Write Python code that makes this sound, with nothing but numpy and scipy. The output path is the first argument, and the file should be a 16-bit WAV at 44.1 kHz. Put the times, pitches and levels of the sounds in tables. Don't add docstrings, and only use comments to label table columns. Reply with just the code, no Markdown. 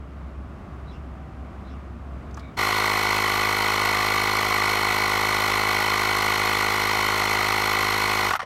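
import sys
import numpy as np
from scipy import signal
from scipy.fft import rfft, irfft, next_fast_len
from scipy.io import wavfile
from scipy.ndimage import map_coordinates

SR = 44100
rng = np.random.default_rng(int(sys.argv[2]) if len(sys.argv) > 2 else 0)


def wav_out(sig):
    wavfile.write(sys.argv[1], SR, np.round(np.clip(np.atleast_2d(sig).T, -1, 1) * 32767).astype(np.int16))


N = 372644

ON_S, OFF_S = 2.567, 8.27

# (time [s], speed [strokes/s])
RUN_SPEED = [(2.57, 52.57), (3.2, 52.22), (7.8, 52.42), (8.27, 52.31)]
# (frequency [Hz], relative level [dB])
CASE_BODY = [(320, -32), (550, -33.5), (627, -7), (677, -12), (714, 0.5), (838, 0), (888, -0.5), (965, 1),
             (1190, 4), (1300, -3.5), (1460, 1), (1640, -14.5), (1750, -8), (2280, -52), (3850, -120)]
# (frequency [Hz], width [Hz], relative level [dB])
METAL_MODES = [(2520, 147, -1), (3044, 162, -0.5), (3438, 50, -2), (3740, 45, -2), (4220, 220, -7),
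               (4696, 260, -10), (5514, 180, -7), (5980, 39, -7.5), (6600, 260, -20), (8160, 110, -18.5),
               (8730, 210, -16.5)]


def amp(db):
    return 10 ** (np.asarray(db) / 20)


def unit(x):
    return x / np.sqrt(np.mean(x ** 2) + 1e-20)


def seconds():
    return np.arange(N) / SR


def noise():
    return rng.standard_normal(N)


def wobble(rate):
    knots = rng.standard_normal(8192)
    return map_coordinates(knots, [np.arange(N) * rate / SR], mode="wrap")


def ramp(start, length):
    return np.clip((seconds() - start) / length, 0, 1)


def bell(middle, half):
    return np.exp(-.5 * ((seconds() - middle) / half) ** 2)


def decay(s, t60):
    age = np.maximum(seconds() - s, 0)
    return (1 - np.exp(-age / .0005)) * amp(-60 * age / t60)


def slope(points):
    f, db = np.transpose(points)
    return lambda hz: amp(np.interp(np.log(hz + 1), np.log(f), db))


def peaks(modes):
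    def gain(hz):
        power = 0
        for centre, width, db in modes:
            detuning = (centre * centre - hz * hz) ** 2
            power = power + (amp(db) * hz * width) ** 2 / (detuning + (hz * width) ** 2)
        return np.sqrt(power)
    return gain


def ring(x, gain, size=8192):
    cepstrum = irfft(np.log(np.maximum(gain(np.fft.rfftfreq(size, 1 / SR)), 1e-6)))
    cepstrum[1:size // 2] *= 2
    cepstrum[size // 2 + 1:] = 0
    response = irfft(np.exp(rfft(cepstrum)))
    return signal.oaconvolve(x, response)[:N]


def band(hz, width):
    resonance = peaks([(hz, width, 0)])
    return unit(ring(noise(), lambda f: resonance(f) ** 2))


def lingering(x, life):
    return signal.lfilter([1], [1, -np.exp(-1 / (life * SR))], x)


def curves(rows):
    s, *cols = np.transpose(rows)
    return [np.interp(seconds(), s, c) for c in cols]


def per_turn(rows, turns):
    angle, *cols = np.transpose(rows)
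    return [np.interp(turns, angle, c, period=1) for c in cols]


def blows(turns, angle, scatter, spread_db):
    whole = np.arange(np.ceil(turns[0]), np.floor(turns[-1]))
    late, size = rng.standard_normal((len(whole), 2)).T
    at = np.searchsorted(turns, whole + angle + scatter * late)
    return np.bincount(at, amp(spread_db * size), N + 1)[:N]


def engine_drone(hz=68, level_db=-38.5):
    phase = 2 * np.pi * hz * seconds() + 0.67 * wobble(10.0)
    drone = unit(np.sin(phase) * amp(1.6 * wobble(15)))
    lull_db = 15 * bell(0.63, 0.077)
    fade_db = 60 * ramp(2.44, 0.45)
    return amp(level_db - lull_db - fade_db) * drone


def traffic_wash(level_db=-40, duck_db=10.5, duck_s=0.054):
    # (frequency [Hz], relative level [dB])
    air = [(20, -28), (55, 2), (110, -2), (230, -4), (330, -8.5), (470, -17), (650, -13), (900, -18.5),
           (1200, -15), (1750, -26), (2100, -27), (4000, -40.5), (8000, -49.5), (15500, -60)]
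    wash = unit(ring(noise(), slope(air)))
    drift_db = 0.6 * wobble(5)
    return amp(level_db + drift_db - duck_db * ramp(ON_S, duck_s)) * wash


def bird(note_s=0.019):
    # (time [s], level [dB])
    calls = [(.87, -60), (1.65, -62)]
    # (time after its start [s], frequency [Hz], width [Hz], level in the call [dB])
    notes = [(0.032, 3900, 350, 2), (.06, 3400, 500, -3), (.085, 2730, 350, 2), (0.068, 5300, 800, -5)]
    out = np.zeros(N)
    for after, hz, width, note_db in notes:
        swell = sum(amp(db + note_db) * bell(s + after, note_s) for s, db in calls)
        out += swell * band(hz, width)
    return out


def whine(hz=770, level_db=-58):
    tone = unit(np.sin(2 * np.pi * hz * seconds() + 0.76 * wobble(18)))
    return amp(level_db) * bell(1.34, 0.24) * tone


def button():
    # (time [s], level [dB], centre [Hz], width [Hz], t60 [s])
    presses = [(2.31, -52, 3500, 4000, .03), (2.344, -40.5, 5900, 1500, .022),
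               (2.369, -50, 5470, 5000, 0.061), (2.372, -34, 1020, 700, 0.083),
               (2.394, -47, 4000, 3500, 0.061)]
    # (frequency [Hz], width [Hz], level [dB])
    after_ring = [(2280, 160, -55), (3700, 400, -63)]
    clicks = sum(amp(db) * decay(s, t60) * band(hz, width) for s, db, hz, width, t60 in presses)
    tones = sum(amp(db) * band(hz, width) for hz, width, db in after_ring)
    return clicks + bell(2.45, .042) * tones


def pace(stall_s=.135, stall_power=1.6):
    return 1 - ramp(OFF_S, stall_s) ** stall_power


def crank(start_turns=.195):
    speed = curves(RUN_SPEED)[0] * pace()
    turns = np.cumsum(speed) / SR
    flutter = .003 * wobble(25)
    return turns - turns[round(ON_S * SR)] + start_turns + flutter


def effort(attack_s=0.02, slow_loss_db=13, coast_s=0.098, release_t60_s=.036):
    released_s = np.maximum(seconds() - OFF_S - coast_s, 0)
    loss_db = slow_loss_db * (1 - pace()) + 60 * released_s / release_t60_s
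    return ramp(ON_S, attack_s) * amp(-loss_db)


def thump(turns):
    # (multiple of the stroke rate, relative level [dB])
    pulse = [(1, -3.5), (2, 1), (3, -14), (4, -3.5), (5, -5.5), (6, -8.5), (7, 0.5), (8, -2.5), (9, -1.5),
             (10, -9), (11, -8), (12, -1.5), (13, -24)]
    stroke_hz = np.median(np.transpose(RUN_SPEED)[1])
    body = [(32, -40)]
    body += [(k * stroke_hz, db) for k, db in pulse]
    body += [(900, -41.5), (2000, -54), (6000, -74)]
    strokes = blows(turns, angle=0.6094, scatter=0.00084, spread_db=0.17)
    return amp(-32.5) * unit(ring(strokes, slope(body)))


def chatter(hits, life):
    return unit(lingering(hits, life) * noise())


def clatter(turns):
    # (crank angle [turns], relative knock [dB], relative click [dB], scatter [turns])
    contacts = [(0.096, -9, -5.5, 0.011), (0.297, -14.5, -3, 0.014), (0.573, -8, 1, 0.012),
                (0.655, -0.5, -0.5, 0.0013), (.761, -2.5, -10.5, 0.008), (0.96, -6.5, -9, 0.017)]
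    knocks, clicks = np.zeros(N), np.zeros(N)
    for angle, knock_db, click_db, scatter in contacts:
        hits = blows(turns, angle, scatter, spread_db=0.4)
        knocks += amp(knock_db) * hits
        clicks += amp(click_db) * hits
    case = unit(ring(unit(knocks) + 0.54 * chatter(knocks, life=0.0063), slope(CASE_BODY)))
    metal = unit(ring(chatter(clicks, life=0.0036), peaks(METAL_MODES)))
    bright = slope([(2000, -10), (5500, -7), (15000, -17.0)])
    ticks = unit(ring(chatter(clicks, life=0.0019), bright))
    return amp(-26.0) * case + amp(-33.0) * metal + amp(-42.5) * ticks


def valve(turns):
    # (crank angle [turns], pitch [Hz], relative level [dB], relative octave [dB])
    squeal = [(.1, 2164, -13.5, -29), (.24, 2172, 3, 11.5), (.31, 2320, -5, -26), (.4, 2195, 7, 9),
              (.5, 2028, 6, 7), (.6, 1930, -12, -2), (.75, 1982, -13.5, 1), (.95, 1979, -11, -25)]
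    # (frequency [Hz], relative level [dB])
    chamber = [(1500, -33.5), (1800, 10), (1930, 12), (2080, 4.5), (2140, 2), (2260, 10), (2360, -20),
               (2700, -4), (3950, -5.5), (4090, 3), (4280, 10.5), (4450, -18.5), (5000, -24.5)]
    hz, db, octave_db = per_turn(squeal, turns)
    cycles = np.cumsum(hz * (1 + 0.012 * wobble(300))) / SR
    stroke = np.floor(turns - .31)
    cycles -= cycles[np.searchsorted(stroke, stroke)]
    phase = 2 * np.pi * cycles + 0.59 * wobble(90)
    unsteady_db = 1.2 * wobble(200)
    tone = unit(amp(db + unsteady_db) * np.sin(phase))
    octave = unit(amp(octave_db) * np.sin(2 * phase))
    return amp(-27) * unit(ring(tone + amp(-6.0) * octave, slope(chamber)))


def hiss(turns, spurts_per_s=450, spurt_life=0.0032, steady=1.0):
    # (crank angle [turns], relative hiss [dB])
    flow = [(0, -8.5), (.17, -15), (.3, -3), (.48, 6), (.6, -5), (.7, -8), (.82, 2)]
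    # (frequency [Hz], width [Hz], relative level [dB])
    passages = [(9850, 130, -7.5), (11020, 94, -2.5), (11400, 130, 2), (11800, 140, -15), (12060, 82, 3),
                (13000, 200, -3), (14100, 400, -10.5), (15000, 250, -18)]
    # (frequency [Hz], relative level [dB])
    broad = [(25, -12), (70, -12), (200, -6.5), (450, 15.5), (1300, 12), (1650, 12.5), (2600, 15),
             (4000, 3.5), (6200, 8), (8500, 2.5), (10500, -2), (13000, -23), (15700, -21)]
    flow_db, = per_turn(flow, turns)
    starts = rng.random(N) < spurts_per_s / SR
    sputter = np.sqrt(steady + lingering(starts, spurt_life))
    ports = ring(amp(flow_db) * sputter * noise(), peaks(passages))
    rush = ring(amp(0.57 * flow_db) * sputter * noise(), slope(broad))
    return amp(-43.5) * unit(ports) + amp(-35) * unit(rush)


def end_bumps(width_hz=350):
    # (time [s], level [dB], t60 [s], ring [Hz])
    bumps = [(8.307, -20, 0.055, 1480), (8.335, -19, 0.054, 1200), (8.353, -23, 0.064, 1270),
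             (8.393, -29.5, 0.077, 1170), (8.402, -27, 0.03, 1380), (8.416, -33, 0.063, 1950),
             (8.427, -32, 0.056, 600)]
    case = unit(ring(noise(), slope(CASE_BODY)))
    metal = unit(ring(noise(), peaks(METAL_MODES)))
    shared = amp(-0.5) * case + amp(-9) * metal + amp(-5.5) * band(1940, 400)
    return sum(amp(db) * decay(s, t60) * (band(hz, width_hz) + shared) for s, db, t60, hz in bumps)


def scene():
    background = engine_drone() + traffic_wash() + bird() + whine()
    turns = crank()
    squeal = pace() ** 7 * valve(turns)
    pump = effort() * (thump(turns) + clatter(turns) + squeal + hiss(turns))
    return (background + button() + pump + end_bumps())[None]


def record(dry, top_hz=15780):
    size = next_fast_len(N + SR // 2)
    kept = np.fft.rfftfreq(size, 1 / SR) < top_hz
    return irfft(rfft(dry, size) * kept, size)[:, :N]


dry = scene()
out = record(dry)
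wav_out(out)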